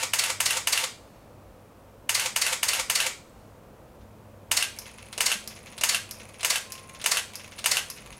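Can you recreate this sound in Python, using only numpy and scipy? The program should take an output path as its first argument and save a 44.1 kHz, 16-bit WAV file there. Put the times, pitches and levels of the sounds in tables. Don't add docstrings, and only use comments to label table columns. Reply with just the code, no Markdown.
import sys
import numpy as np
from scipy import signal
from scipy.fft import rfft, irfft, next_fast_len
from scipy.io import wavfile
from scipy.ndimage import uniform_filter1d, map_coordinates

SR = 44100
rng = np.random.default_rng(int(sys.argv[2]) if len(sys.argv) > 2 else 0)


def int16_out(signal):
    q = np.round(np.clip(np.atleast_2d(signal).T, -1, 1) * 32767)
    wavfile.write(sys.argv[1], SR, q.astype(np.int16))


def invert_db(level):
    return 10 ** (np.asarray(level, dtype=float) / 20)


N = 361174


def unit(x):
    return x / np.sqrt(np.mean(x ** 2) + 1e-20)


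def along(points, hz):
    f, v = np.transpose(points)
    return np.interp(np.log(hz + 1), np.log(f + 1), v)


def wobble(rate):
    knots = rng.standard_normal(int(N * rate / SR) + 4)
    return map_coordinates(knots, [np.arange(N) * rate / SR])


def coloured(x, gain):
    m = 2 * next_fast_len(len(x) // 2 + 2048)
    cepstrum = irfft(np.log(np.maximum(gain(np.fft.rfftfreq(m, 1 / SR)), 1e-6)), m)
    cepstrum[1:m // 2] *= 2
    cepstrum[m // 2 + 1:] = 0
    return irfft(rfft(x, m) * np.exp(rfft(cepstrum)), m)[:len(x)]


def evened(x, width, depth):
    lines = rfft(x)
    size = abs(lines)
    return irfft(lines * (uniform_filter1d(size, size=width) / size) ** depth, x.shape[-1])


def noise(tone):
    return unit(coloured(rng.standard_normal(N), lambda hz: invert_db(along(tone, hz))))


def clacks(events, tone, contacts, alike, gain_db, ring=()):
    size, lead = SR // 6, SR // 50
    out = np.zeros(N + SR)
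    habit = rng.standard_normal(size)
    t = (np.arange(size) - lead) / SR
    after = np.maximum(t, 0)
    shape = np.zeros(size)
    for at, db, rise, t60 in contacts:
        onset = np.clip(1 + (t - at) / rise, 0, 1) ** 2
        shape += invert_db(db - 60 * np.maximum(t - at, 0) / t60) * onset
    share = np.clip(alike, 0, 1) ** .4
    for s, db, tilt_db in events:
        fresh = rng.standard_normal(size)
        rattle = shape * (np.sqrt(share) * habit + np.sqrt(1 - share) * fresh)
        rattle = evened(rattle, 300, .6) * np.minimum(20 * shape, 1)
        hit = coloured(rattle, lambda hz: invert_db(along(tone, hz) + tilt_db * np.log2((hz + 100) / 4000)))
        hit /= np.sqrt(np.abs(uniform_filter1d(hit ** 2, size=SR // 400)).max())
        for hz, level_db, t60 in ring:
            t60 = min(t60, .04)
            swing = invert_db(level_db + rng.normal(0, 0.28) - 60 * after / t60) * (1 - np.exp(-after * hz / 2.7))
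            hit += swing * np.sin(2 * np.pi * hz * rng.normal(1, 0.003) * after)
        out[round(s * SR):][:size] += invert_db(db + gain_db) * hit
    return out[lead:lead + N]


# (first mirror lift [s], frames [count])
BURSTS = [
    (-.1341, 4),
    (2.0926, 4),
]
BURST_PERIOD_S = .26865
# (mirror lift [s], strength [dB], latch after [s], catch before [s], lever before [s]); 0 = none
QUIET_FRAMES = [(4.5143, -0.5, .2727, 0, 0), (5.2057, 0, .2693, .0777, .0279),
                (5.8354, 0.5, .2746, .0562, .0248), (6.4465, -0.5, .2741, .0387, .016),
                (7.0598, 0, .2949, .045, .0186), (7.6587, 0.3, .2413, .0713, .017)]


def lifts():
    fast = [(s + k * BURST_PERIOD_S, 0, 0) for s, count in BURSTS for k in range(count)]
    return fast + [(s, db, 1) for s, db, *_ in QUIET_FRAMES]


SHUTTER_AFTER_S, STOP_AFTER_S = .0568, .1656
DOWN_AFTER_S = (.103, .1102)
UP_DB, SHUTTER_DB, DOWN_DB = (-10.5, -9.5), (-10.5, -11), (-12.5, -11.5)
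STOP_DB, LATCH_DB, CATCH_DB, LEVER_DB = -14, -20, -36.5, -20
UP_TILT_DB, DOWN_TILT_DB = 0.5, (-1.5, -2)
LEVER_TICK = (4.7, -49, 0)


def strokes(part):
    seen = [row for row in lifts() if row[0] > 0]
    levers = [(s - lead, LEVER_DB, 0) for s, *_, lead in QUIET_FRAMES if lead]
    return {"up": [(s, UP_DB[mode] + db, UP_TILT_DB) for s, db, mode in seen],
            "shutter": [(s + SHUTTER_AFTER_S, SHUTTER_DB[mode], 0) for s, db, mode in seen],
            "down": [(s + DOWN_AFTER_S[mode], DOWN_DB[mode], DOWN_TILT_DB[mode]) for s, db, mode in seen],
            "stop": [(s + STOP_AFTER_S, STOP_DB, 0) for s, db, mode in lifts() if not mode],
            "latch": [(s + after, LATCH_DB, 0) for s, db, after, *_ in QUIET_FRAMES],
            "lever": levers + [LEVER_TICK],
            "catch": [(s - lead, CATCH_DB, 0) for s, *_, lead, _ in QUIET_FRAMES if lead]}[part]


# (time [s], hum level [dB], overtone level [dB])
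DUCT_HUM = [(0.0, -60, -60), (0.35, -51, -64), (0.9, -58.5, -66), (2.2, -54.5, -67), (2.5, -71, -59),
            (3.6, -52, -62.5), (3.9, -65, -64), (4.06, -49, -54), (4.65, -52.5, -57.5), (5.4, -61.5, -56),
            (6.18, -50.5, -54), (6.5, -58, -63), (7.05, -60, -59), (7.25, -55.5, -57), (8.19, -59, -62)]


def duct_hum():
    times, hum_db, over_db = np.transpose(DUCT_HUM)
    t = np.arange(N) / SR
    hum_db, over_db = np.interp(t, times, hum_db), np.interp(t, times, over_db)

    def turns(hz):
        return np.sin(2 * np.pi * np.cumsum(hz + 1.15 * wobble(8)) / SR)

    hum = invert_db(hum_db - 1.5 + 2.8 * wobble(11)) * turns(100)
    overtone = invert_db(over_db - 2.0 + 2.0 * wobble(8)) * turns(215)
    return hum + overtone


# (frequency [Hz], level [dB])
RUMBLE_TONE = [(11, -43), (20, -17), (30, -9), (39, -17), (52, -2), (65, -6.5), (90, -33), (160, -120)]
# (time [s], level over the rumble [dB])
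SWELLS = [(0.52, 3), (1.5, 8), (2.83, 7), (3.42, 4), (3.67, 1), (4.04, 7), (4.8, 5), (5.27, 5), (8.1, 9)]


def building_rumble():
    t = np.arange(N) / SR
    swell_db = sum(db * np.exp(-((t - s) / 0.072) ** 2) for s, db in SWELLS)
    return invert_db(-63 + swell_db) * noise(RUMBLE_TONE)


# (frequency [Hz], level [dB])
AIR_TONE = [(35, -22), (60, -8.5), (107, -4), (182, -8.5), (219, -8.5), (372, -11), (396, -12), (517, -6),
            (752, -14), (893, -15), (1240, -18), (1320, -20), (2500, -32), (3250, -52), (5500, -120)]


def duct_air():
    return invert_db(-51.5 + 0.46 * wobble(5.16)) * noise(AIR_TONE)


# (frequency [Hz], level [dB])
HISS_TONE = [(1470, -19.5), (2500, -3.5), (3360, -7), (4240, -10), (4650, -10), (14400, -12),
             (16000, -10.5)]


def hiss():
    return invert_db(-64.5) * noise(HISS_TONE)


# (frequency [Hz], level [dB])
MOTOR_TONE = [(240, -39), (400, -14), (893, -8), (1490, -4), (2220, -1.5), (2470, -3), (2800, 4.5),
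              (3260, -4.5), (5690, -6.5), (6540, -6), (9610, -7.5), (14100, -19), (16000, -28)]


def cocking_motor():
    t = np.arange(N) / SR
    cock, wind, since = np.zeros(N), np.zeros(N), np.zeros(N)
    for (start, *_), (end, *_) in zip(strokes("shutter"), strokes("down")):
        cock += (t > start) & (t < end)
        since[t > start] = t[t > start] - start
    for end, *_ in strokes("stop"):
        wind += (t > end - .062) & (t < end)
    cock, wind = uniform_filter1d(np.array([cock, wind]), size=SR // 200)
    teeth = invert_db(1.2 * wobble(700)) * rng.standard_normal(N)
    whirr = unit(coloured(teeth, lambda hz: invert_db(along(MOTOR_TONE, hz))))
    rotor_level = invert_db(-12 + 3.6 * wobble(40))
    rotor_hz = 1800 + 5200 * np.minimum(since, .11) + 15 * wobble(40)
    rotor = rotor_level * np.sin(2 * np.pi * np.cumsum(rotor_hz) / SR)
    return (invert_db(-31.5) * cock + invert_db(-32.5) * wind) * (whirr + rotor)


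# (time after the lift [s], frequency [Hz], level [dB], swell [s])
STRAIN = [(.036, 500, -41, 0.0031), (.085, 518, -44.5, 0.0076)]
# (time after the lift [s], frequency [Hz], level [dB], swell [s])
WIND_STRAIN = [(.170, 520, -36, .014), (.167, 895, -33, .008), (.145, 895, -42, .022)]


def shell():
    t, out = np.arange(N) / SR, np.zeros(N)
    for lift, _, quiet in lifts():
        for at, hz, db, swell in STRAIN + WIND_STRAIN * (1 - quiet):
            s = lift + at
            near = slice(max(round((s - .08) * SR), 0), max(round((s + .08) * SR), 0))
            after = t[near] - s
            out[near] += invert_db(db) * np.exp(-(after / swell) ** 2) * np.sin(2 * np.pi * hz * after)
    return out


# (frequency [Hz], level [dB])
STOP_TONE = [(180, -66), (300, -12), (440, -26), (870, -6.5), (1340, -2.5), (1560, -9), (2360, 1),
             (3130, -3.5), (4910, -5), (5700, -6.5), (6620, -1), (10000, -8), (14000, -19), (16000, -25)]
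# (frequency [Hz], level [dB], t60 [s])
STOP_RING = [(1620, -12, 0.048), (2290, -2, 0.035), (4840, -4, 0.023), (6080, -8, .04)]


def film_stop():
    contacts = [(-.003, -0.5, 0.0018, 0.13), (.002, 4.5, 0.002, 0.058), (.017, -40, .002, 0.084)]
    return clacks(strokes("stop"), STOP_TONE, contacts, alike=0.26, gain_db=-8.5, ring=STOP_RING)


# (frequency [Hz], level [dB])
UP_TONE = [(240, -47), (400, -18.5), (740, -10.5), (900, -2.5), (1140, -5.5), (2710, 2), (4180, -6),
           (4650, -0.5), (5780, -5), (6240, 2), (9040, -2.5), (13500, -9), (15000, -30), (16000, -11)]
# (frequency [Hz], level [dB], t60 [s])
UP_RING = [(884, -17.5, 0.031), (1267, -12.5, 0.043), (1590, -16, 0.044), (2820, 8, 0.014), (3636, -9, .04),
           (6450, -9, 0.035), (8990, -0.5, 0.02)]


def mirror_up():
    contacts = [(-.001, -15, 0.0028, .05), (.0018, 3.5, 0.0014, 0.015), (.007, -6.5, .002, 0.13)]
    return clacks(strokes("up"), UP_TONE, contacts, alike=0.78, gain_db=-7.5, ring=UP_RING)


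# (frequency [Hz], level [dB])
SHUTTER_TONE = [(240, -37.5), (450, -13), (800, -10), (1100, -6.5), (1600, -10.5), (2020, -3.5), (3400, -7),
                (4380, -2), (5250, -2.5), (6950, -3.5), (8760, -4.5), (11200, -8), (13300, -14),
                (16000, -18)]
# (frequency [Hz], level [dB], t60 [s])
SHUTTER_RING = [(888, -10, 0.03), (1980, -7, 0.03), (2390, -9, .04), (3900, -7, .03), (4300, 1, 0.035),
                (4520, 0, .035), (8670, -5, .03)]


def shutter():
    contacts = [(-.002, 3, 0.0073, 0.042), (.003, 6, 0.0038, 0.03), (.009, -11, .002, 0.035)]
    return clacks(strokes("shutter"), SHUTTER_TONE, contacts, alike=0.76, gain_db=-8.5, ring=SHUTTER_RING)


# (frequency [Hz], level [dB])
DOWN_TONE = [(240, -45.5), (400, -28), (1040, -19.5), (1630, -13.5), (2360, -15), (2750, -1), (3530, -10),
             (4440, -11.5), (5030, -18), (6240, -7.5), (6850, -11.5), (10400, -10), (14800, -20.5),
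             (16000, -39)]
# (frequency [Hz], level [dB], t60 [s])
DOWN_RING = [(1607, -2, 0.11), (2794, 8, 0.022), (2900, 1, 0.023), (3190, -5, 0.017), (8100, -10, 0.029),
             (9800, -7, 0.048)]


def mirror_down():
    contacts = [(.001, -4, 0.0014, 0.039), (.009, -14.5, .001, 0.03), (.0175, -12.5, .001, 0.02),
                (.024, -14, 0.0012, 0.035)]
    return clacks(strokes("down"), DOWN_TONE, contacts, alike=0.37, gain_db=-9.0, ring=DOWN_RING)


# (frequency [Hz], level [dB], t60 [s])
SPRING = [(4393, -71, 3), (10977, -74, 2.2)]


def spring():
    after = np.maximum(np.arange(N) / SR - .84, 0)
    return sum(invert_db(db - 60 * after / t60) * np.sin(2 * np.pi * hz * after) for hz, db, t60 in SPRING)


# (frequency [Hz], level [dB])
SPROCKET_TONE = [(710, -16.5), (1200, -4), (2000, 1), (2590, 3.5), (4960, -7.5), (6510, -4.5), (8080, -19),
                 (9720, -14), (16000, -33)]
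# (time [s], level [dB])
SPROCKET = [(1.075, -54), (4.0075, -49.5), (4.8564, -31.5), (4.889, -38), (4.984, -34.5), (5.062, -45),
            (5.51, -34.5), (5.561, -35), (5.668, -32), (5.724, -37), (6.198, -32), (6.342, -33.5),
            (6.395, -32), (6.777, -32.5), (6.838, -44), (6.9486, -33), (6.997, -32), (7.342, -32),
            (7.395, -32.5), (7.443, -33), (7.519, -32), (7.5811, -30), (7.9754, -32), (8.0692, -45),
            (8.1262, -31.5)]


def sprocket():
    contacts = [(.001, 11.3, 0.0013, 0.043), (.008, 4, 0.0022, .04), (.017, 3.4, 0.003, 0.042)]
    jerks = [(s, db, 1) for s, db in SPROCKET]
    return clacks(jerks, SPROCKET_TONE, contacts, alike=0.0085, gain_db=-11.0)


# (time [s], level [dB])
FINGERTIP = [
    (3.287, -56),
]


def fingertip():
    tone = [(6000, -30), (8000, 0), (10000, -30)]
    touches = [(s, db, 0) for s, db in FINGERTIP]
    return clacks(touches, tone, [(0.0084, 0, .001, .03)], alike=0, gain_db=-2.5)


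# (frequency [Hz], level [dB], t60 [s])
BRAKE_RING = [(5370, 7, 0.035), (8560, 6, 0.03), (6770, 2, .03)]


def shutter_brake():
    runs = strokes("shutter")[-len(QUIET_FRAMES):]
    rub = [(.003, 0, 0.0024, 0.013)]
    return clacks(runs, SHUTTER_TONE, rub, alike=0.31, gain_db=-16.5, ring=BRAKE_RING)


# (frequency [Hz], level [dB])
CREEP_TONE = [(600, -20), (1000, 1), (1400, -7), (2000, -4), (2500, 4), (3400, -8.5), (4500, -7.5),
              (5400, -14), (6500, -5), (7600, -12), (12000, -15), (16000, -28)]


def slow_winder(ticks):
    t = np.arange(N) / SR
    starts = np.array([s for s, *_ in QUIET_FRAMES]) + 0.094
    since = t - starts[np.maximum(np.searchsorted(starts, t) - 1, 0)]
    effort_db = -52 + uniform_filter1d(12.5 * np.exp(-abs(since) / 0.061), size=SR // 50)
    grain_db = np.minimum(3 * wobble(40) + 5 * wobble(330), 12)
    jolts = np.bincount([round(s * SR) for s, db in ticks], minlength=N)[:N] * invert_db(9)
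    jolts = 1 + signal.fftconvolve(jolts, invert_db(-60 * t[:SR // 10] / .04))[:N]
    return (since > 0) * invert_db(effort_db - 11 + grain_db) * jolts * noise(CREEP_TONE)


# (frequency [Hz], level [dB])
RELEASE_TONE = [(240, -29), (400, -3), (893, -5), (1840, -5.5), (2840, 1), (3160, -7), (5600, -3),
                (6540, -3.5), (10100, -5), (14400, -22), (16000, -35)]


def release_lever():
    snap = [(.0006, 2, .0005, .018), (.005, -8, .002, .07)]
    modes = [(530, -6.5, 0.059), (2827, -1.0, 0.053)]
    return clacks(strokes("lever"), RELEASE_TONE, snap, alike=0.16, gain_db=-6.0, ring=modes)


# (time [s], level [dB])
TRIPS = [(4.7641, -42), (5.4405, -43), (6.0916, -41), (6.2522, -48), (6.7012, -39), (7.335, -44),
         (7.885, -42)]
# (time [s], second drop after [ms], third drop after [ms]); 0 = none
LOADED_TEETH = [(4.8656, 5.3, 11.6), (4.9135, 26.3, 0), (4.9778, 6.1, 0), (5.0238, 4.1, 0),
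                (5.0578, 5.1, 27), (5.1217, 0, 0), (5.5512, 4, 13.7), (5.59, 0, 0), (5.6301, 28.1, 0),
                (5.7021, 14.9, 22), (5.7674, 5.6, 0), (6.1858, 10, 17.6), (6.2321, 22.3, 0),
                (6.2884, 5.1, 0), (6.3373, 6.2, 0), (6.3854, 7, 0), (6.7918, 4.1, 0), (6.8318, 5.2, 0),
                (6.8742, 15.5, 19.5), (6.9346, 5.2, 12), (6.9902, 7.5, 0), (7.4361, 8, 0), (7.4769, 0, 0),
                (7.5121, 0, 0), (7.5623, 10.7, 16.7), (7.9554, 7, 16), (8.0062, 12.2, 0), (8.0611, 4.3, 0),
                (8.105, 12.4, 19.3), (8.168, 5.4, 12.2)]


def drops():
    spread_db = 0
    latches = strokes("latch")
    luck = rng.random((len(latches) * 3, 2))
    slack = []
    for (latch_s, *_), (shift, chatter) in zip(latches, luck):
        first = min(s for s, *_ in LOADED_TEETH if s > latch_s)
        slack.append((first - 0.051 + 0.0084 * (shift - .5), 12 * (chatter + .3), 0))
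    rows = []
    for s, *later in slack + LOADED_TEETH:
        rows.append((s, -45))
        rows += [(s + ms / 1000, -46 if ms < 15 else -45) for ms in later if ms]
    uneven = spread_db * rng.standard_normal(len(rows))
    return TRIPS + [(s, db + more) for (s, db), more in zip(rows, uneven)]


def pawl(ticks, ring_hz, t60, gain_db):
    t, out = np.arange(SR // 20) / SR, np.zeros(N + SR)
    for s, db in ticks:
        main, low, high = 2 * np.pi * ring_hz * rng.normal([1, .92, 1.06], [.012, .02, .015])
        modes = np.sin(main * t) + .25 * np.sin(low * t) - .55 * np.sin(high * t)
        out[round(s * SR):][:len(t)] += invert_db(db + gain_db - 60 * t / t60) * (1 - np.exp(-t / 0.00017)) * modes
    return out[:N]


# (frequency [Hz], level [dB])
LATCH_TONE = [(600, -34), (1000, -10), (2500, -9), (3900, -11), (5000, 0.5), (6200, -1), (7800, -9.5),
              (10500, -2), (12000, -3.5), (13500, -12.5), (15100, -14), (16000, -20)]


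def latch():
    contacts = [(.0005, 3.5, 0.00031, 0.022), (.006, -12.5, 0.0012, 0.091)]
    return clacks(strokes("latch"), LATCH_TONE, contacts, alike=0.13, gain_db=-10.0)


# (frequency [Hz], level [dB])
CATCH_TONE = [(590, -16), (1000, -7.5), (1910, -9), (2200, -3.5), (4020, -3), (7100, -14), (9170, -7),
              (12300, -22), (14600, -20), (16000, -27.5)]


def catch():
    contacts = [(.0005, 9.4, 0.0028, 0.029), (.0035, 1, 0.00069, 0.097)]
    return clacks(strokes("catch"), CATCH_TONE, contacts, alike=0.28, gain_db=1.5)


def distant_knock():
    after = np.maximum(np.arange(N) / SR - 5.35, 0)
    return invert_db(-33 - 60 * after / .1) * (1 - np.exp(-after / 0.013)) * np.sin(2 * np.pi * 200 * after)


def gear_song():
    start_s, end_s, fade_db_per_s = 6.65, 7.0, 20
    t = np.arange(N) / SR
    gate = np.clip((t - start_s) / 0.016, 0, 1) * np.clip((end_s - t) / .03, 0, 1)
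    level = invert_db(-52 - fade_db_per_s * (t - start_s))
    return gate * level * np.sin(2 * np.pi * np.cumsum(1055 + 6 * wobble(26)) / SR)


# (frequency [Hz], t60 [s])
ROOM_T60 = [(300, 0.58), (1000, 0.49), (3000, 0.86), (8000, 0.71), (15000, 0.54)]
# (frequency [Hz], level [dB])
WALLS = [(300, 5), (2200, 0), (2550, -3), (2800, -8), (3100, -3), (3500, -0.5), (9000, -1.5), (9750, -4),
         (16000, -4.5)]


def room(x, wet_db, gap):
    hz, t, z = signal.stft(rng.standard_normal(SR // 2), SR, nperseg=256)
    tail = signal.istft(z * invert_db(-60 * t / along(ROOM_T60, hz)[:, None]), SR, nperseg=256)[1]
    t = np.arange(len(tail)) / SR
    absorbed = invert_db(-30 * t / .55)
    tail = evened(tail * absorbed, 150, .8) * absorbed * np.clip(t / gap, 0, 1)
    wet = signal.fftconvolve(x, tail / np.linalg.norm(tail))[:N]
    return invert_db(wet_db) * coloured(wet, lambda hz: invert_db(along(WALLS, hz)))


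def scene():
    teeth = drops()
    frame = mirror_up() + shutter() + mirror_down() + film_stop() + release_lever() + shutter_brake()
    motor = cocking_motor()
    winder = slow_winder(teeth) + latch() + catch() + sprocket() + gear_song()
    camera = frame + motor + winder
    ticks = pawl(teeth, ring_hz=9690, t60=0.012, gain_db=3.0)
    walls = room(camera + invert_db(-1.0) * ticks, wet_db=-4, gap=0.0019)
    body = shell() + fingertip() + spring()
    background = duct_hum() + building_rumble() + distant_knock() + duct_air() + hiss()
    return (camera + ticks + walls + body + background)[None]


def band_limit(x):
    return signal.sosfilt(signal.butter(12, 15780, fs=SR, output="sos"), x)


def record(dry):
    limited = coloured(dry[0], lambda hz: 1 / (1 + (hz / 16050) ** 120))
    return band_limit(limited[None])


dry = scene()
out = record(dry)
int16_out(out)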